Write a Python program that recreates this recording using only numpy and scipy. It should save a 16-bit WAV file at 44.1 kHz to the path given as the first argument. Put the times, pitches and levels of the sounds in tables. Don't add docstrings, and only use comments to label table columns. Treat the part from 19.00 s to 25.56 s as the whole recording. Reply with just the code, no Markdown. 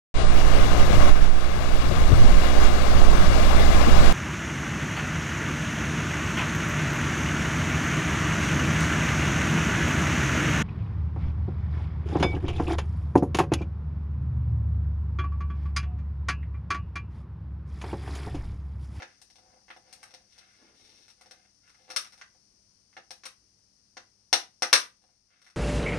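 import sys
import numpy as np
from scipy import signal
from scipy.fft import rfft, irfft
from scipy.io import wavfile
from scipy.ndimage import uniform_filter1d

SR = 44100
rng = np.random.default_rng(int(sys.argv[2]) if len(sys.argv) > 2 else 0)


def inscribe(sig):
    pcm = np.round(np.clip(np.atleast_2d(sig).T, -1, 1) * 32767)
    wavfile.write(sys.argv[1], SR, pcm.astype(np.int16))


def ratio_of_db(decibels):
    return 10 ** (np.asarray(decibels, float) / 20)


N = 289296

# pitch in Hz, width in Hz, level in dB.
STOCK = [(521, 38, 1), (720.4, 130, -2.5), (350, 55, -7.5), (196, 150, -15)]
# pitch in Hz, width in Hz, level in dB.
SHELL = [(1020, 79, -5.5), (1320, 180, 0), (1517, 300, 4.5), (1973, 580, 1), (2617, 550, -3.5),
         (3180, 120, -3)]
# pitch in Hz, width in Hz, level in dB.
CLICK = [(4160, 390, -6), (4220, 3000, 6), (5684, 540, 17), (5900, 5100, -3)]
# pitch in Hz, width in Hz, level in dB.
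STEEL = [(8800, 2900, 5), (9400, 2400, 5), (11030, 1500, -9), (13300, 4500, 2)]
# pitch in Hz, gain in dB.
PORT_LEFT = [(100, -17), (400, -1), (3500, -0.5), (4500, -1), (5500, -2), (6500, -6), (7400, -20),
             (8600, -8), (10000, -16.5), (11500, -24), (14000, -36.5), (17000, -61)]
# pitch in Hz, gain in dB.
PORT_RIGHT = [(100, -9.5), (400, -1.5), (2500, 1), (3700, -10.5), (5500, -9), (6500, -7.5), (7400, -30.5),
              (8800, -43.5), (10000, -33), (11200, -18), (14000, -37), (17000, -54)]


def contacts():
    # start in seconds, peak of the click in dB,
    # then stock, shell and steel in dB relative to the click.
    blows = [(0.0004, -57, 9, 10, -39), (0.0208, -40, -6, 1, -49), (0.216, -58.5, -8, -18, 10),
             (0.6817, -58, -5, 5.5, -25), (0.7025, -60.5, 5.5, 18.5, 1), (0.9274, -48, -13, -25, 4.5),
             (1.0295, -44, -17, -3.5, -4), (2.211, -52, -9, -6.5, -3), (2.3099, -40, -19.5, -16, -14),
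             (2.9019, -36, -12.5, -8, -10.5), (2.935, -46, -7.5, -25, -24), (2.9619, -19.5, -28, -12, -6),
             (3.2126, -42.5, -97, -1.5, -64), (3.967, -49, -1.5, 4.5, -43), (3.976, -53.5, 2, -27, -32),
             (4.1065, -34, -17, -15.5, -8), (4.2351, -43, -17.5, -6.5, -27),
             (4.2542, -37.5, -18, -27, -3.5), (4.9692, -38, -9.5, -9, -44.5),
             (5.3282, -9, -19.5, -12.5, -14), (5.6214, -15.5, -16, -12.5, -12.5),
             (5.6311, -37, -9.5, 5.5, -23.5), (5.7287, -4, -25.5, -14, -12.5),
             (5.753, -18.5, -23.5, -6.5, -6.5)]
    # start in seconds, peak in dB, shell in dB relative to it.
    ticks = [(0.3009, -48.5, -26), (1.1074, -50, -16), (1.3795, -50, -14), (2.0804, -50.5, -11.5),
             (2.1021, -50, -19), (2.677, -55, -5), (2.6957, -51.5, -12), (2.7452, -56, -5.5),
             (2.9113, -37.5, -28), (3.0462, -42.5, -11), (3.0532, -58, 5), (3.0643, -48, -18),
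             (3.1224, -48.5, -13), (3.134, -49.5, -8.5), (3.1778, -47, -16), (3.193, -54, -9),
             (3.9283, -64.5, 1.5), (4.2579, -35.5, -6), (6.417, -52.5, -11), (6.445, -54.5, -19),
             (6.465, -51.5, -5), (6.4795, -53.5, -6.5), (6.5, -52.5, -9.5)]
    # start in seconds, peak in dB, stock in dB relative to it.
    pats = [(0.356, -51.5, -15), (0.3839, -57, -5), (0.7637, -53, -0.5), (1.138, -57, 0),
            (2.2594, -52.5, -7), (2.3281, -69, 5.5), (2.892, -50.5, -5.5), (3.3494, -74, 4.5),
            (6.021, -66.5, -10), (6.0392, -64.5, -4), (6.0913, -67.5, -6)]
    blow_ms, tick_ms, pat_ms = 1.46, 0.93, 1.5
    tick_stock_db, tick_steel_db = -23, -9.5
    pat_shell_db, pat_steel_db = -35, -11
    events = [(*row, blow_ms) for row in blows]
    for start, db, shell_db in ticks:
        events.append((start, db, tick_stock_db, shell_db, tick_steel_db, tick_ms))
    for start, db, stock_db in pats:
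        events.append((start, db, stock_db, pat_shell_db, pat_steel_db, pat_ms))
    return events


def crack(contact_ms, size):
    t = np.arange(size) / SR
    envelope = (1 - np.exp(-t / 0.00097)) * np.exp(-t / (contact_ms / 1000))
    burst = rfft(rng.standard_normal(size) * envelope)
    smooth_power = uniform_filter1d(np.abs(burst) ** 2, size=25)
    even = irfft(burst / np.sqrt(smooth_power))
    return rfft(even * (t < 0.02))


def knocks():
    # pitch in Hz, width in Hz, level in dB.
    barrel = [(1996, 9.3, 4.5), (1212, 12, -4.5), (5320, 18, 1)]
    size = 4096
    out, ports = np.zeros(N + size), heard(size)
    for start, db, stock_db, shell_db, steel_db, contact_ms in contacts():
        burst = crack(contact_ms, size)
        parts = (  # modes, what drives them, level in dB, trim in dB
            (CLICK, burst, 0, 0.23),
            (STOCK, 1, stock_db, 11.5),
            (SHELL, burst, shell_db, 7.5),
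            (STEEL, burst, steel_db, 5.0))
        for modes, drive, part_db, trim_db in parts:
            chance = ratio_of_db(2.2 * rng.standard_normal(len(modes)))
            part = drive * ring(modes, size, chance)
            peak = np.max(np.abs(irfft(part * ports)))
            i = int(start * SR)
            out[i:i + size] += irfft(part) * ratio_of_db(db + part_db + trim_db) / peak
    singing = irfft(rfft(out) * ring(barrel, len(out)), len(out))
    return (out + singing)[:N]


def ring(modes, size, weight=1):
    hz = np.fft.rfftfreq(size, 1 / SR)[:, None] + 1
    f, width, db = np.transpose(modes)
    resonance = 1j * hz * width / (f ** 2 - hz ** 2 + 1j * hz * width)
    return np.sum(weight * ratio_of_db(db) * resonance, axis=1)


def colour(points, size):
    hz = np.fft.rfftfreq(size, 1 / SR) + 1
    f, db = np.transpose(points)
    gain = ratio_of_db(np.interp(np.log(hz), np.log(f), db))
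    cepstrum = irfft(np.log(gain), size)
    cepstrum[1:size // 2] *= 2
    cepstrum[size // 2 + 1:] = 0
    return np.exp(rfft(cepstrum))


def heard(size):
    return (colour(PORT_LEFT, size) + colour(PORT_RIGHT, size)) / 2


def stroke(start, length):
    attack_s, release_s = 0.037, 0.083
    t = np.arange(N) / SR - start
    swell = np.clip(t / attack_s + 0.25, 0, 1) ** 2
    let_go = np.exp(-np.clip(t - length, 0, None) / release_s * 2)
    return swell * let_go


def rubbing(gains, parts, slips_hz, scatter_db, trim_db):
    out, ports = 0, heard(N)
    slips = (rng.random(N) < slips_hz / SR) * rng.standard_normal(N)
    slips *= ratio_of_db(scatter_db * rng.exponential(size=N))
    for gain, modes in zip(gains, parts):
        part = rfft(slips) * ring(modes, N)
        rms = np.std(irfft(part * ports, N))
        out = out + irfft(part, N) / rms * gain * ratio_of_db(trim_db)
    return out


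def sliding():
    # start in seconds, length in seconds, level in dB.
    slides = [
        (0.0, 0.089, -73),
        (0.845, 0.31, -66.5),
        (1.265, 0.28, -65),
        (1.555, 0.11, -66.5),
        (1.73, 0.315, -57.5),
        (2.707, 0.41, -69),
        (6.345, 0.3, -79),
    ]
    glide = sum(ratio_of_db(db) * stroke(start, length) for start, length, db in slides)
    gains = (glide, glide * ratio_of_db(-9))
    return rubbing(gains, (CLICK, STEEL), slips_hz=2600, scatter_db=4.0, trim_db=-8.5)


def creaking():
    # start in seconds, length in seconds, level in dB, stock in dB relative to the shell.
    creaks = [
        (0.0, 0.14, -70, -7),
        (0.4, 0.16, -100.5, 32.5),
        (0.819, 0.37, -79, 9.5),
        (1.33, 0.36, -71.5, -7),
        (2.16, 0.28, -76, 0),
        (2.61, 0.09, -71.5, -9),
        (2.748, 0.22, -83, 8.7),
        (6.041, 0.086, -93.5, 2.5),
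        (6.279, 0.11, -75, -12),
        (6.424, 0.2, -82.5, -18),
    ]
    shell = sum(ratio_of_db(db) * stroke(start, length) for start, length, db, _ in creaks)
    stock = sum(ratio_of_db(db + stock_db) * stroke(start, length) for start, length, db, stock_db in creaks)
    return rubbing((stock, shell), (STOCK, SHELL), slips_hz=1300, scatter_db=3.2, trim_db=-1.5)


def palm_rubs():
    # pitch in Hz, width in Hz, level in dB.
    palm = [(313, 210, 26), (400, 360, -40)]
    # start in seconds, length in seconds, level in dB.
    rubs = [
        (1.565, 0.42, -73),
        (3.03, 0.6, -94),
    ]
    pressure = sum(ratio_of_db(db) * stroke(start, length) for start, length, db in rubs)
    return rubbing((pressure,), (palm,), slips_hz=258, scatter_db=2.0, trim_db=1.5)


def room(x):
    # delay in seconds, left level in dB, right level in dB.
    echoes = [(.0035, -7.5, -15), (.0078, -2.5, -6), (.012, -11, -12)]
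    low_t60_s, high_t60_s = 0.23, 0.2
    tail_db, direct_right_db = 3.5, -3
    t, out = np.arange(SR // 2) / SR, []
    shared = rng.standard_normal(len(t))
    bass = signal.butter(2, 600, fs=SR, output="sos")
    for c, port in enumerate((PORT_LEFT, PORT_RIGHT)):
        noise = rng.standard_normal(len(t))
        noise += signal.sosfiltfilt(bass, shared - noise)
        low = signal.lfilter([0.2], [1, -0.8], noise)
        tail = low * ratio_of_db(-60 * t / low_t60_s) + (noise - low) * ratio_of_db(-60 * t / high_t60_s)
        tail *= 1 - np.exp(-t / 0.001)
        tail *= ratio_of_db(tail_db) / np.sqrt(np.sum(tail ** 2))
        tail[0] += ratio_of_db(c * direct_right_db)
        for late, *db in echoes:
            tail[int((late + 0.0004 * c) * SR)] += ratio_of_db(db[c])
        wet = signal.fftconvolve(x, tail)[:N]
        out.append(irfft(rfft(wet) * colour(port, N), N))
    return np.array(out)


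def hush():
    # pitch in Hz, level in dB per Hz.
    hush_left = [(24, -112), (48, -102), (240, -104), (450, -112), (1000, -115), (3800, -116), (4500, -102),
                 (5600, -97), (6300, -101), (7400, -124), (8800, -107), (10200, -121), (11600, -126),
                 (12600, -140)]
    # pitch in Hz, level in dB per Hz.
    hush_right = [(24, -109), (48, -99), (240, -102), (450, -109), (1000, -116), (3700, -121), (4500, -113),
                  (5600, -113), (6300, -118), (7400, -129), (8800, -131), (10200, -126), (11600, -125),
                  (12600, -140)]
    # pitch in Hz, rms level in dB.
    hum_tones = [(59.5, -87), (99, -86), (198, -87)]
    # time in seconds, gain in dB.
    phone_gain = [(0, 4), (2.2, 2), (3.4, 3), (5.3, 1.5), (5.75, 1.5), (6.56, -4)]
    t, hz = np.arange(N) / SR, np.fft.rfftfreq(N, 1 / SR)
    wander_db = np.interp(t, np.arange(40) / 6, rng.standard_normal(40))
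    noise = rng.standard_normal((3, N))
    noise[0] *= ratio_of_db(wander_db - 1.5)
    both, left, right = rfft(noise) * np.sqrt(SR / 2)
    alike = 0.8 / (1 + (hz / 400) ** 2)
    out = []
    for own, points in ((left, hush_left), (right, hush_right)):
        mixed = np.sqrt(alike) * both + np.sqrt(1 - alike) * own
        out.append(irfft(mixed * colour(points, N), N))
    hum = sum(np.sqrt(2) * ratio_of_db(db) * np.sin(2 * np.pi * f * t) for f, db in hum_tones)
    gain_s, gain_db = np.transpose(phone_gain)
    return (np.array(out) + hum) * ratio_of_db(np.interp(t, gain_s, gain_db))


def scene():
    toy = knocks() + sliding() + creaking() + palm_rubs()
    return room(toy) + hush()


def roll_off(x):
    return signal.sosfilt(signal.butter(12, 16520, fs=SR, output="sos"), x)


def record(dry):
    limit, top_hz = 0.97, 15650
    rounded = limit * np.tanh(dry / limit)
    low_pass = signal.ellip(8, 0.3, 50, top_hz, fs=SR, output="sos")
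    return roll_off(signal.sosfilt(low_pass, rounded))


dry = scene()
out = record(dry)
inscribe(out)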